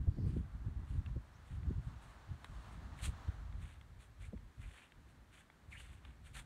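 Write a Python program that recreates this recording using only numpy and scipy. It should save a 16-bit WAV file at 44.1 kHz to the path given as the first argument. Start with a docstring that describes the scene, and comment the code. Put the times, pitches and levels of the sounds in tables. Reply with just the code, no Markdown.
"""On sandy ground with dry grass near a beach, someone walks at a little under two steps a second.
Soles crunch the sand as clicking grains, brush the grass and snap dry stalks, which ring briefly.
Filtered noise forms the waves that swell and fade on the shore beyond; a small bird buzzes and chirps.
Gusts, as lumpy low noise, rumble on the microphone, hardest at the start, and die down
as the steps grow louder."""
import sys
import numpy as np
from scipy import signal
from scipy.fft import rfft, irfft, next_fast_len
from scipy.io import wavfile
from scipy.ndimage import uniform_filter1d

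SR = 44100
rng = np.random.default_rng(int(sys.argv[2]) if len(sys.argv) > 2 else 0)


def file_out(sig):
    """Save sig as 16-bit WAV at sys.argv[1]."""
    # one column per channel
    cols = np.atleast_2d(sig).T
    # limit, then scale
    lim = np.clip(cols, -1, 1)
    pcm = np.round(lim * 32767).astype(np.int16)
    wavfile.write(sys.argv[1], SR, pcm)


N = 284445
TIME = np.arange(N) / SR   # seconds

# Spectra, of which only the shape counts. Each row: frequency in Hz, relative density in dB per Hz.
SHORE_SPECTRUM = [(25, -5.5), (60, 14), (130, 6), (250, 4), (500, -2.5), (1100, -4), (1700, -3),
                  (2600, -11), (4200, -14.5), (5100, -18.5), (8700, -19.5), (10300, -24), (13000, -26),
                  (15700, -31)]      # steady wash of the far shore
SURF_SPECTRUM = [(100, 3.5), (400, -6.5), (700, 1.5), (1100, 3.5), (1750, -2), (2400, -11), (4200, -12.5),
                 (5100, -18.5), (6800, -18.5), (8700, -24.5), (10300, -29), (13000, -35), (15700, -25)]        # breaking waves and backwash
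RUMBLE_SPECTRUM = [(15, -28), (26, -24.5), (38, -3), (54, 2.5), (80, -1.5), (120, -7.5), (180, -22),
                   (300, -31), (600, -91)]    # large eddies of the wind
FLUTTER_SPECTRUM = [(80, -22), (140, 8.5), (200, 0), (280, -5), (400, -13), (600, -35), (1000, -36.5),
                    (2000, -60)]  # small eddies of the wind
SWIRL_SPECTRUM = [(150, -16), (330, 6), (480, -4), (620, -12), (850, -21), (1500, -59)]      # swirl at the front edge of a single eddy
GRASS_SPECTRUM = [(1500, -11.5), (3500, 0), (4400, -3), (5100, -13), (6700, -4.5), (8600, 0), (9500, -1.5),
                  (10200, -8.5), (11500, -10), (13200, -23), (15700, -23)]      # blades along the shoe
SAND_SPECTRUM = [(200, -23), (500, 0), (900, -1.5), (1600, 5), (2500, 3), (3600, -1.5), (4400, -19),
                 (5100, -33), (7000, -38), (12000, -50)]        # grains under the sole

# Waves breaking on the shore. 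Each row: crest in seconds, build-up width in seconds,
# run-out width in seconds, crest level in dB before the churn, low-pass corner in Hz.
WAVES = [(.6, 0.52, 0.33, -70.5, 1670), (3.2, 1.41, 0.31, -62.5, 13100)]
SHORE_DB, BACKWASH_DB = -68, -77.5   # backwash level before the churn

# The breeze between the gusts. Each row: time in seconds, rumble in dB, flutter in dB,
# both before the wind trim.
BREEZE = [(0, -49, -56), (1.3, -59.5, -75), (2.2, -62, -72), (3.25, -51.5, -64.5), (4.1, -60.5, -90),
          (4.88, -80, -86), (4.98, -60, -71), (5.4, -68, -75), (6.45, -62, -69)]
# Gusts on the microphone. Each row: start in seconds, length in seconds, rumble in dB, flutter in dB,
# both before the wind trim.
GUSTS = [(0, .45, -40.5, -54), (0.158, 0.23, -45, -46.5), (0.542, 0.32, -44.5, -60.5),
         (0.901, 0.098, -39.5, -53.5), (1.055, 0.11, -37.5, -61), (1.505, .29, -40, -56.5),
         (1.862, 0.067, -44.5, -63), (1.963, 0.13, -53.5, -66), (2.274, .06, -48, -61.5),
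         (2.484, 0.11, -47.5, -65.5), (2.665, 0.28, -52, -62), (3.024, .11, -40.5, -54),
         (3.391, 0.26, -44.5, -68.5), (3.7, 0.31, -55, -83), (4.177, 0.3, -51.5, -76.5),
         (4.581, 0.097, -48, -73), (5.682, 0.27, -54, -73), (6.05, 0.44, -55.5, -69.5)]
GUST_ATTACK_S, GUST_RELEASE_S = 0.015, 0.03
# Single eddies hitting the port. Each row: centre in seconds, envelope peak in dB,
# nominal pitch in Hz, peak level of the swirl in dB.
EDDIES = [(.086, -22.5, 69.4, -49.5), (0.19, -36.5, 160, -49.5), (.273, -34.5, 170, -54),
          (0.371, -34.5, 190, -50.5), (0.674, -30.5, 116.1, -84), (1.171, -41, 129.2, -51),
          (1.712, -36.5, 161.3, -54), (2.317, -36.5, 98.5, -83), (3.291, -28.5, 70, -61),
          (4.341, -41, 198, -50.5)]
EDDY_HALF_S, SWIRL_LEAD_S = 0.0072, 0.0053

# Dry stalks snapping. Each row: time in seconds, level in dB before the snap trim,
# pitch in Hz, treble against the middle in dB.
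SNAPS = [(1.0605, -43.5, 2620, -26), (1.631, -50, 1870, -24), (2.4435, -39.5, 2000, -14.5),
         (2.9891, -48, 2260, -7), (3.2792, -48.5, 3240, -18), (3.5249, -51, 1980, -23),
         (3.8112, -46.5, 2100, -19), (4.3746, -53, 2200, -24), (4.781, -50, 1780, -26),
         (4.9199, -47, 2300, -18), (5.4994, -45, 2130, -27), (6.0494, -47, 2020, -20)]
# Packed sand creaking under a sole. Each row: peak in seconds, pitch at the peak in Hz,
# glide in Hz per second, level in dB.
CREAKS = [(4.246, 2185, 4000, -63), (4.64, 2370, -4500, -61.5), (4.837, 2586, 10000, -65.5),
          (5.73, 2220, -15000, -54), (5.761, 2030, 15000, -52.5), (5.776, 2810, 20002.5, -57.5),
          (5.806, 2950, 7000.5, -61)]
CREAK_HALF_S = .0085

# Footfalls rolling from heel to toe. Each row: heel in seconds, roll in seconds, sand crunch in dB,
# grass swish in dB (both before the catching), toe against heel in dB.
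STEPS = [(.285, 0.089, -70, -75.5, -5), (.897, .075, -71, -75.5, -14), (1.475, 0.07, -71.5, -77.5, -1),
         (1.84, .04, -78, -79.5, -5), (2.035, .07, -72.5, -74, -4), (2.45, 0.28, -72, -77, 2),
         (2.99, .02, -64, -70.5, -2), (3.043, 0.017, -52.5, -50.5, -3), (3.633, .085, -64.5, -71, -10),
         (4.018, .03, -70, -72, -10), (4.221, 0.037, -68, -71.5, -1.5), (4.626, .125, -65, -71.5, -3),
         (4.785, 0.056, -65.5, -75.5, -2), (5.10, 0.0086, -75, -78, -20), (5.346, 0.049, -66, -71.5, -3.5),
         (5.728, .075, -69.5, -70, 5), (5.848, 0.087, -65.5, -72.5, -4.5), (6.06, 0.057, -69, -84, -8),
         (6.264, 0.035, -69, -72, -9), (6.364, 0.023, -57, -59.5, -0.5)]
CONTACT_RISE_S, CONTACT_FALL_S = .015, 0.017
SOLE_DB, SOLE_RISE, SOLE_FALL = -3.5, 0.58, 0.74   # level against the heel; widths as shares of the roll
TRICKLE_DB, TRICKLE_S = -6, 0.029   # sand falling back after the toe: level against the toe, fall width

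CUTOFF_HZ = 15650


def from_db(db):
    """Amplitude gain is ten to the power of a twentieth of the decibels."""
    return 10 ** (np.asarray(db) / 20)


def rms_one(x):
    """Normalisation: dividing by the root mean square gives unit power."""
    return x / np.sqrt(np.mean(x ** 2) + 1e-20)


def in_time(rows):
    """Linear interpolation carries each column of a curve to every sample."""
    s, *columns = np.transpose(rows)
    return [np.interp(TIME, s, column) for column in columns]


def coloured(x, spectrum):
    """Spectral shaping: weighting the Fourier bins of a flat signal colours it; the result has rms 1."""
    size = next_fast_len(N)
    hz, db = np.transpose(spectrum)
    bins = np.maximum(np.arange(size // 2 + 1) * SR / size, 1)
    weights = from_db(np.interp(np.log(bins), np.log(hz), db))
    return rms_one(irfft(rfft(x, size) * weights, size)[:N])


def drift(rate):
    """Slow random modulation: lines joining chance values, rate of them a second, with rms 1."""
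    knots = rng.standard_normal(N // 20)
    return rms_one(np.interp(TIME * rate, np.arange(len(knots)), knots))


def swell(s, rise, fall):
    """Gaussian envelope of height 1 around time s, with its own width on each side."""
    away = (TIME - s) / np.where(TIME < s, rise, fall)
    return np.exp(-.5 * np.minimum(away ** 2, 60))


def grains(per_s, spread_db):
    """Shot noise: independent tiny clicks of random sign and very uneven size."""
    sizes_db = spread_db * np.minimum(rng.exponential(1, N), 4)
    sizes = from_db(sizes_db) * rng.choice([-1, 1], N)
    return sizes * (rng.random(N) < per_s / SR)


def resonate(x, hz, width_hz):
    """Resonance: a pair of poles rings at one frequency, with a gain of about 1 at the peak."""
    r = np.exp(-np.pi * width_hz / SR)
    zeros = np.array([1, 0, -1]) * (1 - r * r) / 2
    poles = [1, -2 * r * np.cos(2 * np.pi * hz / SR), r * r]
    return signal.lfilter(zeros, poles, x + 1e-18)


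def turbulence(spectrum, lump_s):
    """Turbulent pressure: noise lumpy within lump_s that holds its strength over longer times."""
    noise = coloured(rng.standard_normal(N), spectrum)
    local_power = uniform_filter1d(noise ** 2, max(int(lump_s * SR), 2))
    return noise / np.sqrt(local_power + 0.013)


def sea(churn_db=1.12):
    """Broadband surf: a steady wash, and waves that build, break and run out; a distant one is duller."""
    surf = from_db(BACKWASH_DB) * coloured(rng.standard_normal(N), SURF_SPECTRUM)
    for crest_s, build_s, run_out_s, db, dull_hz in WAVES:
        air = signal.butter(1, dull_hz, fs=SR, output="sos")
        roar = rms_one(signal.sosfilt(air, coloured(rng.standard_normal(N), SURF_SPECTRUM)))
        surf = surf + from_db(db) * swell(crest_s, build_s, run_out_s) * roar
    churn = from_db(churn_db * drift(rate=18))
    shore = from_db(SHORE_DB) * coloured(rng.standard_normal(N), SHORE_SPECTRUM)
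    return churn * surf + shore


def far_bird(buzz_db=-77, chirp_db=-76):
    """Bird voice in the scrub: resonant noise makes a thin buzz, later a gliding tone one rising chirp."""
    buzz = resonate(rng.standard_normal(N), hz=4600, width_hz=1100)
    buzz = rms_one(resonate(buzz, hz=4600, width_hz=1300))
    pitch = np.interp(TIME, [1.343, 1.366], [5200, 6300]) + 180 * drift(rate=630)
    chirp = np.sin(2 * np.pi * np.cumsum(pitch) / SR)
    buzzing = from_db(buzz_db) * swell(0.24, 0.093, 0.085) * buzz
    chirping = from_db(chirp_db) * swell(1.355, 0.015, 0.017) * chirp
    return buzzing + chirping


def gust(start, length):
    """Gust envelope: linear attack, hold and exponential release, with height 1."""
    rising = np.clip((TIME - start) / GUST_ATTACK_S + .5, 0, 1)
    return rising * np.exp(-np.maximum(TIME - start - length, 0) / GUST_RELEASE_S)


def wind(unsteady_db=2.5, trim_db=-0.92):
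    """Scales of turbulence: large eddies rumble, small ones flutter; gust powers add to a light breeze."""
    rumble_power, flutter_power = from_db(in_time(BREEZE)) ** 2
    for start, length, rumble_db, flutter_db in GUSTS:
        blowing = gust(start, length)
        rumble_power = rumble_power + (from_db(rumble_db) * blowing) ** 2
        flutter_power = flutter_power + (from_db(flutter_db) * blowing) ** 2
    # the flow surges and stalls
    unsteady = from_db(trim_db + unsteady_db * np.minimum(drift(rate=32), 1.3))
    rumble = np.sqrt(rumble_power) * turbulence(RUMBLE_SPECTRUM, lump_s=0.14)
    flutter = np.sqrt(flutter_power) * turbulence(FLUTTER_SPECTRUM, lump_s=0.037)
    return unsteady * (rumble + flutter)


def buffets(wobble=.25):
    """Vortex passage: an eddy swings the port pressure a few times, unevenly, behind a short swirl."""
    travel = np.cumsum(np.exp(wobble * drift(rate=380))) / SR   # time stretched unevenly
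    swirl = turbulence(SWIRL_SPECTRUM, lump_s=0.018)
    out = np.zeros(N)
    for s, db, hz, swirl_db in EDDIES:
        swing = np.sin(2 * np.pi * (hz * travel + rng.random()))
        out += from_db(db) * swell(s, EDDY_HALF_S, EDDY_HALF_S) * swing
        out += from_db(swirl_db) * swell(s - SWIRL_LEAD_S, EDDY_HALF_S, EDDY_HALF_S) * swirl
    return out


def snaps(splinter_s=0.0023, splinter_share=0.25, trim_db=-1.5, knock_share=0.53, sharp_share=0.056):
    """Brittle fracture: a crack and milliseconds of splintering excite resonances and a dull knock."""
    out, t = np.zeros(N), TIME[:SR // 20]
    low_pass = signal.butter(4, 4400, fs=SR, output="sos")
    for s, db, hz, treble_db in SNAPS:
        crack = splinter_share * rng.standard_normal(len(t)) * np.exp(-t / splinter_s)
        crack[0] += 1
        body = resonate(crack, hz, width_hz=420) - .5 * resonate(crack, hz=3570, width_hz=560)
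        body = body - knock_share * resonate(crack, hz=850, width_hz=630)
        body = signal.sosfilt(low_pass, body + sharp_share * crack)
        edge = resonate(resonate(crack, hz=8600, width_hz=3900), hz=8600, width_hz=3900)
        snap = body / np.abs(body).max() + from_db(treble_db) * edge / np.abs(edge).max()
        at = int((s + 0.000896) * SR)
        out[at:at + len(t)] += from_db(db + trim_db) * snap[:N - at]
    return out


def creaks(width_hz=260):
    """Stick-slip: packed grains slip nearly in step, a rough band whose pitch glides with the load."""
    low_pass = signal.butter(2, width_hz, fs=SR, output="sos")
    slips = signal.sosfilt(low_pass, rng.standard_normal((2, N)))
    out = np.zeros(N)
    for s, hz, glide, db in CREAKS:
        pitch = hz + glide * np.clip(TIME - s, -2 * CREAK_HALF_S, 2 * CREAK_HALF_S)
        phase = 2 * np.pi * np.cumsum(pitch) / SR
        band = rms_one(slips[0] * np.cos(phase) + slips[1] * np.sin(phase))
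        out += from_db(db) * swell(s, CREAK_HALF_S, CREAK_HALF_S) * band
    return out


def footfall(heel_s, roll_s, toe_db):
    """Addition of powers: heel lands, sole rolls over, toe pushes off and sand trickles back."""
    toe_s = heel_s + roll_s
    heel = swell(heel_s, CONTACT_RISE_S, CONTACT_FALL_S)
    sole = from_db(SOLE_DB) * swell(heel_s + roll_s / 2, SOLE_RISE * roll_s, SOLE_FALL * roll_s)
    toe = from_db(toe_db) * swell(toe_s, CONTACT_RISE_S, CONTACT_FALL_S)
    trickle = from_db(toe_db + TRICKLE_DB) * swell(toe_s, CONTACT_RISE_S, TRICKLE_S)
    return heel ** 2 + sole ** 2 + toe ** 2 + trickle ** 2


def footsteps(crackle_db=-9.0, patchy_db=3.0):
    """Granular friction: sand grains slip in dense clicks, blades flick along the shoe, dry bits crackle."""
    press, brush = np.zeros(N), np.zeros(N)   # power on the sand and on the grass
    for heel_s, roll_s, crunch_db, swish_db, toe_db in STEPS:
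        contact = footfall(heel_s, roll_s, toe_db)
        press += from_db(crunch_db) ** 2 * contact
        brush += from_db(swish_db) ** 2 * contact
    catching = from_db(1.0 * drift(rate=210))   # the sole catches and gives way
    crackle = from_db(crackle_db) * rms_one(grains(per_s=260, spread_db=1.0))
    # clumps give way at their own moments, each ringing briefly at its own pitch
    clumps = np.zeros(N)
    for hz in np.linspace(500, 4700, 10):
        ringing = resonate(grains(per_s=830, spread_db=4.5), hz, width_hz=610)
        clumps += ringing * from_db(patchy_db * drift(rate=110))
    sand = coloured(rms_one(clumps) + crackle, SAND_SPECTRUM)
    blades = rms_one(grains(per_s=7300, spread_db=2.5))
    grass = coloured(blades + crackle, GRASS_SPECTRUM)
    return catching * (np.sqrt(press) * sand + np.sqrt(brush) * grass)


def scene():
    """Superposition: in open air without echoes, all pressures add at one microphone."""
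    background = sea() + far_bird() + wind() + buffets()
    walker = snaps() + creaks() + footsteps()
    return (background + walker)[None]


def record(dry, notch_share=0.24):
    """Port resonance hollows a narrow treble band; a 2 ms fade-in, then a steep low-pass cuts the top."""
    heard = dry - notch_share * resonate(dry, hz=4900, width_hz=190)
    fade = np.minimum(TIME / .002, 1)
    # order 12, 0.1 dB passband ripple, 80 dB stopband attenuation
    low_pass = signal.ellip(12, .1, 80, CUTOFF_HZ, fs=SR, output="sos")
    return signal.sosfilt(low_pass, fade * heard)


dry = scene()
out = record(dry)
file_out(out)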